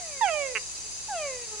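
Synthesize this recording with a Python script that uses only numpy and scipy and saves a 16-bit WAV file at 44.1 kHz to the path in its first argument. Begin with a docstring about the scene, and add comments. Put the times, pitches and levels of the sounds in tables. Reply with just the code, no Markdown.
"""A small frog close to the microphone, on the right, gives a falling whine that ends in a chuck.
It calls from shallow water at night; a second answers with a whine that sinks into a low moan, and
others whine farther off. A whine is a larynx tone whose overtones slide through the resonances of the
vocal sac; a chuck is a run of pulses striking the throat. Behind the pool is a steady chorus of insects
in soft night air, and the recorder adds a faint hum and whistle."""
import sys
import numpy as np
from scipy import signal
from scipy.fft import rfft, irfft
from scipy.io import wavfile
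from scipy.ndimage import uniform_filter1d

SR = 44100
rng = np.random.default_rng(int(sys.argv[2]) if len(sys.argv) > 2 else 0)


def file_out(sig):
    """Save sig as 16-bit WAV at sys.argv[1]."""
    # one column per channel
    cols = np.atleast_2d(sig).T
    # limit, then scale
    lim = np.clip(cols, -1, 1)
    pcm = np.round(lim * 32767).astype(np.int16)
    wavfile.write(sys.argv[1], SR, pcm)


N = 70560
T = np.arange(N) / SR

# night air all around: (frequency [Hz], relative density [dB])
AIR_SPECTRUM = [(25, -78.5), (70, -74.5), (170, -85), (500, -85), (1000, -84.5), (1400, -90.5), (2000, -88),
                (3400, -90), (4500, -84), (5200, -92), (6500, -78), (8200, -97.5), (8900, -83.5),
                (10000, -84)]
# its likeness in the two channels: (frequency [Hz], correlation [clipped to -1..1])
AIR_LIKENESS = [(60, -1.1), (250, -.5), (520, -0.34), (1070, -0.15), (2200, 0.57), (4500, 0)]
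# its lean to one side: (frequency [Hz], pan [dB]); every pan is left minus right
AIR_PAN = [(40, 5.5), (120, 6), (400, -2.5), (1500, 2.5), (5000, 1.5)]
# distant insects and frogs: (centre [Hz], width [Hz], level [dB], pulse rate [1/s], pulse depth [0-1])
CHORUS_BANDS = [(437, 55, -64, 3.19, 0.3), (2607, 130, -57, 14, 0.7), (2990, 120, -63, 7.2, 0),
                (3880, 375, -55, 40, 0.17), (4334, 28, -57.5, 20, 0.3), (4695, 77, -52.5, 45, .3),
                (4817, 120, -51.5, 14, .3), (4962, 62, -50, 11, 0.36), (5330, 30, -58.5, 16, 0),
                (5710, 270, -50, 30, 0.22), (6080, 95, -53.5, 53, 0), (6195, 110, -47.5, 35, 0.3),
                (6450, 180, -47, 35, 0), (6653, 55, -49.5, 35, 0.7), (7000, 39, -54, 23, 0.1),
                (7195, 330, -46.5, 18, 0.17), (7550, 120, -52, 25, 0), (7838, 270, -50, 58, 0.4),
                (9280, 220, -56.5, 86, 0), (9687, 440, -52.5, 95, 0.5)]
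# frogs farther off: (start [s], length [s], first pitch [Hz], target pitch [Hz], glide time [s],
# first level [dB], relative overtones at mid-call [dB], brightening [dB/s], pan [dB])
FAR_WHINES = [(-.04, 0.336, 819, 382, 0.21, -43.5, -2.5, 72, -5),
              (0.338, .31, 898.5, 400, .168, -45, -11, 17, 0),
              (1.184, 0.228, 838, 481, .14, -49.5, -6, 20, -6),
              (1.596, .3, 990, 420, .17, -27.5, -19, 20, 9)]
# larynx overtones: (multiple [of the pitch], relative level [dB], full strength below pitch [Hz])
FAR_LARYNX = [(2, 1.5, 630), (3, -8.5, 680), (4, -1.5, 610), (5, -6, 450)]
SECOND_LARYNX = [(2, 3.5, 1000), (3, -12.5, 700), (4, -1.5, 720), (5, -5, 670), (6, 4.5, 450)]
NEAR_LARYNX = [(2, -0.5, 1100), (3, -9.5, 1100), (4, -1.5, 1100), (5, -2, 630), (6, -12, 580),
               (7, -24, 800)]
# what the vocal sac radiates: (frequency [Hz], relative gain [dB])
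SECOND_SAC = [(950, -9.5), (1300, -9.5), (1700, -1), (2350, 2), (2800, -4.5), (3300, -4.5), (3700, -18),
              (4300, -27)]
NEAR_SAC = [(950, -13), (1300, -5.5), (1700, -6.5), (2300, 4), (2750, -7.5), (3400, -6.5), (3800, -14),
            (4300, -26)]
# fall of the two close whines: (time [s], pitch [Hz])
SECOND_PITCH = [(1.085, 882.4), (1.115, 812.5), (1.155, 698), (1.199, 627), (1.313, 522.2), (1.379, 488),
                (1.423, 480.7), (1.465, 452)]
NEAR_PITCH = [(0.211, 948.6), (0.223, 913), (0.247, 816.4), (0.303, 655.3), (0.329, 621.7), (0.399, 581.3),
              (0.515, 499.5), (0.533, 497), (0.547, 459), (0.567, 428), (0.59, 419.4)]
# their fundamentals: (time [s], level [dB])
SECOND_LEVEL = [(1.085, -37.5), (1.097, -35.5), (1.115, -31.5), (1.293, -36), (1.441, -49), (1.465, -64)]
NEAR_LEVEL = [(0.211, -24.5), (0.219, -21), (0.239, -20), (0.279, -28), (0.441, -33.5), (0.569, -45),
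              (0.59, -54)]
# their overtones together: (time [s], level [dB])
SECOND_OVERTONES = [(1.085, -59), (1.097, -46), (1.245, -37.5), (1.363, -49), (1.459, -53.5), (1.465, -66)]
NEAR_OVERTONES = [(0.211, -33.5), (0.219, -33.5), (0.427, -34.5), (0.471, -38.5), (0.481, -43.5),
                  (0.535, -50.5)]
# the second frog's closing moan: (time [s], pitch [Hz], level [dB])
MOAN_CONTOUR = [(1.464, 447, -57), (1.5, 436.5, -57.5), (1.538, 425.6, -44), (1.552, 431, -46.5),
                (1.563, 407, -55.5), (1.58, 419, -50), (1.6, 420, -53)]
# its harmonics: (multiple [of the pitch], relative level [dB])
MOAN_HARMONICS = [(1, -0.5), (2, -5), (3, -7), (4, -18), (5, -26), (6, -19)]
# the near frog's chucks, pulsing at about half its whine's pitch:
# (start [s], length [s], first pulse rate [1/s], peak relative to CHUCK_DB [dB])
CHUCKS = [(.2795, .022, 340, -9), (.5512, .0325, 224.5, 0)]
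# throat resonances struck by each pulse: (frequency [Hz], relative level [dB], time to fall 60 dB [s])
THROAT_MODES = [(1105, -11.5, 0.0069), (1654, -3, 0.0039), (2130, 0.5, 0.0059), (2743, -2.5, 0.012)]
# mains hum in the recorder: (frequency [Hz], level [dB])
MAINS_HUM = [(60, -65.5), (120, -68.5), (180, -71.5)]

AIR_DB = -43.5
BANK_DB, BANK_T60_S = -13.5, 0.18
FAR_ATTACK_S, FAR_RELEASE_S, FAR_FADE_DB_PER_S = 0.0085, 0.066, 27.5
ATTACK_S, RELEASE_S, SETS_IN_DB_PER_HZ = 0.0034, .012, 0.3
NEAR_PAN_DB, SECOND_PAN_DB, NEAR_LEFT_DELAY_S = -10.5, -1.8, .00004
CHUCK_DB, CHUCK_PAN_DB, CHUCK_TOP_HZ = -14, -9, 3010
CHUCK_FIRST_FORCE, CHUCK_RISE_S, CHUCK_FALL_POWER = 0.53, .005, 2.6
CHUCK_SLOWS_PER_S, CHUCK_JITTER_S, CHUCK_DULLS_PER_HZ = 2.7, .00003, 0.00042
MIC_TOP_HZ, RECORDER_TOP_HZ = 9950, 16000
HUM_PAN_DB, WHISTLE_HZ, WHISTLE_DB = 2, 15735, -76


def from_db(db):
    """Decibels to gain."""
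    return 10 ** (np.asarray(db) / 20)


def rms_one(x):
    """Scale to unit rms."""
    return x / np.sqrt(np.mean(x ** 2) + 1e-20)


def in_time(rows):
    """Each column of a curve at every sample."""
    times, *columns = np.transpose(rows)
    return [np.interp(T, times, column) for column in columns]


def at_hz(points, hz):
    """Read a spectrum on a log-frequency axis."""
    freqs, values = np.transpose(points)
    return np.interp(np.log(hz + 1e-9), np.log(freqs), values)


def pan(db):
    """Left and right gains with mean 1; positive is to the microphone's left."""
    gains = from_db(np.array([np.atleast_1d(db), -np.atleast_1d(db)]) / 2)
    return gains / gains.mean(axis=0)


def gate(start, end, attack, release):
    """Rise from start, hold, and fall to nothing at end."""
    return np.clip((T - start) / attack, 0, 1) * np.clip((end - T) / release, 0, 1)


def tone(hz):
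    """A sine of unit rms that follows a pitch."""
    return np.sqrt(2) * np.sin(2 * np.pi * np.cumsum(hz * np.ones(N)) / SR + rng.uniform(0, 2 * np.pi))


def night_air():
    """A soft, wide bed of noise all around the microphone."""
    hz = np.arange(N // 2 + 1) * SR / N
    mid, side = rfft(rng.standard_normal((2, N)))
    alike = np.clip(at_hz(AIR_LIKENESS, hz), -1, 1)
    stereo = np.sqrt(1 + alike) * mid + np.sqrt(1 - alike) * side * [[1], [-1]]
    spectrum = stereo * from_db(at_hz(AIR_SPECTRUM, hz)) * pan(at_hz(AIR_PAN, hz)) * (hz < MIC_TOP_HZ)
    return from_db(AIR_DB) * rms_one(irfft(spectrum, N))


def chorus():
    """Far behind the pool many singers share each pitch: narrow bands, most throbbing unsteadily."""
    out, hz = 0, np.arange(N // 2 + 1) * SR / N
    for centre, width, db, rate, depth in CHORUS_BANDS:
        shape = 1 / np.sqrt(1 + (2 * np.abs(hz - centre) / width) ** 6)
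        band = rms_one(irfft(rfft(rng.standard_normal((2, N))) * shape, N))
        drift = rms_one(uniform_filter1d(rng.standard_normal(N), size=4000))
        throb = 1 + depth * tone(rate * (1 + .04 * drift)) / np.sqrt(2)
        out = out + from_db(db) * rms_one(band * throb)
    return out


def bank_scatter(calls):
    """The calls come back faintly from the stones and plants around the pool."""
    tail = rng.standard_normal((2, N)) * from_db(-60 * T / BANK_T60_S)
    tail /= np.sqrt(np.sum(tail ** 2, axis=1, keepdims=True))
    return from_db(BANK_DB) * signal.fftconvolve(calls.mean(axis=0)[None], tail, axes=1)[:, :N]


def frog_voice(hz, level_db, overtones_db, larynx, sac):
    """A larynx tone whose overtones set in as the pitch falls and slide through the sac's resonances."""
    gains = {}
    for multiple, db, full_hz in larynx:
        held_back_db = SETS_IN_DB_PER_HZ * np.maximum(hz - full_hz, 0)
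        gains[multiple] = from_db(db + at_hz(sac, multiple * hz) - held_back_db)
    overtones = sum(gain * tone(multiple * hz) for multiple, gain in gains.items())
    overtones /= np.sqrt(sum(gain ** 2 for gain in gains.values()))
    return from_db(level_db) * tone(hz) + from_db(overtones_db) * overtones


def far_whines():
    """Frogs farther from the microphone: each call glides down, fading and growing reedier."""
    out = 0
    for start, length, first_hz, target_hz, glide, db, relative_db, brightening, pan_db in FAR_WHINES:
        age = np.clip(T - start, 0, length)
        hz = target_hz + (first_hz - target_hz) * np.exp(-age / glide)
        level_db = db - FAR_FADE_DB_PER_S * age
        overtones_db = level_db + relative_db + brightening * (age - length / 2)
        call = frog_voice(hz, level_db, overtones_db, FAR_LARYNX, SECOND_SAC)
        out = out + pan(pan_db) * call * gate(start, start + length, FAR_ATTACK_S, FAR_RELEASE_S)
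    return out


def moan():
    """A low, reedy stack of harmonics ends the second frog's call."""
    hz, db = in_time(MOAN_CONTOUR)
    stack = sum(from_db(level) * tone(multiple * hz) for multiple, level in MOAN_HARMONICS)
    sounding = gate(MOAN_CONTOUR[0][0], MOAN_CONTOUR[-1][0] + RELEASE_S, RELEASE_S, RELEASE_S)
    return stack * from_db(db) * sounding


def chucks():
    """Short runs of slowing pulses strike the resonances of the near frog's throat."""
    out = 0
    for start, length, rate, db in CHUCKS:
        age = np.arange(int(length * rate) + 1) / rate
        age *= 1 + CHUCK_SLOWS_PER_S * age / 2
        age += np.abs(rng.normal(0, CHUCK_JITTER_S, len(age)))
        rise = np.minimum(CHUCK_FIRST_FORCE + age / CHUCK_RISE_S, 1)
        fall = np.maximum(1 - (age / length) ** CHUCK_FALL_POWER, 0)
        pulses = np.zeros(N)
        pulses[((start + age) * SR).astype(int)] = rise * fall
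        throat = 0
        for k, (hz, level, t60) in enumerate(THROAT_MODES):
            strikes = pulses ** (hz * CHUCK_DULLS_PER_HZ) + 1e-18  # weaker pulses are duller
            decay, angle = from_db(-60 / (t60 * SR)), 2 * np.pi * hz / SR
            ring = signal.lfilter([0, np.sin(angle)], [1, -2 * decay * np.cos(angle), decay ** 2], strikes)
            throat = throat + (-1) ** k * from_db(level) * ring
        throat = signal.sosfilt(signal.butter(10, CHUCK_TOP_HZ, fs=SR, output="sos"), throat)
        out = out + from_db(CHUCK_DB + db) * throat / np.abs(throat).max()
    return out


def close_whine(pitch, level, overtones, larynx, sac):
    """A clean, rounded downward sweep from a frog close to the microphone."""
    hz = uniform_filter1d(in_time(pitch)[0], size=800)
    dying_db = 60 * np.clip((T - overtones[-1][0]) / (2 * RELEASE_S), 0, 1)
    sounding = gate(level[0][0] - ATTACK_S / 2, level[-1][0] + RELEASE_S, ATTACK_S, RELEASE_S)
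    return frog_voice(hz, in_time(level)[0], in_time(overtones)[0] - dying_db, larynx, sac) * sounding


def scene():
    """From the microphone: one frog near right, one almost ahead, the rest and the chorus beyond."""
    near_whine = close_whine(NEAR_PITCH, NEAR_LEVEL, NEAR_OVERTONES, NEAR_LARYNX, NEAR_SAC)
    near = pan(NEAR_PAN_DB) * near_whine + pan(CHUCK_PAN_DB) * chucks()
    near[0] = np.interp(T - NEAR_LEFT_DELAY_S, T, near[0])
    answer = close_whine(SECOND_PITCH, SECOND_LEVEL, SECOND_OVERTONES, SECOND_LARYNX, SECOND_SAC)
    frogs = near + pan(SECOND_PAN_DB) * (answer + moan()) + far_whines()
    return frogs + bank_scatter(frogs) + chorus() + night_air()


def record(dry):
    """A microphone of limited range, with mains hum and a thin electronic whistle from the recorder."""
    heard = signal.sosfilt(signal.ellip(10, .2, 70, MIC_TOP_HZ, fs=SR, output="sos"), dry)
    heard += pan(HUM_PAN_DB) * sum(from_db(db) * tone(hz) for hz, db in MAINS_HUM)
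    heard += from_db(WHISTLE_DB) * tone(WHISTLE_HZ)
    return signal.sosfilt(signal.ellip(10, .2, 70, RECORDER_TOP_HZ, fs=SR, output="sos"), heard)


dry = scene()
out = record(dry)
file_out(out)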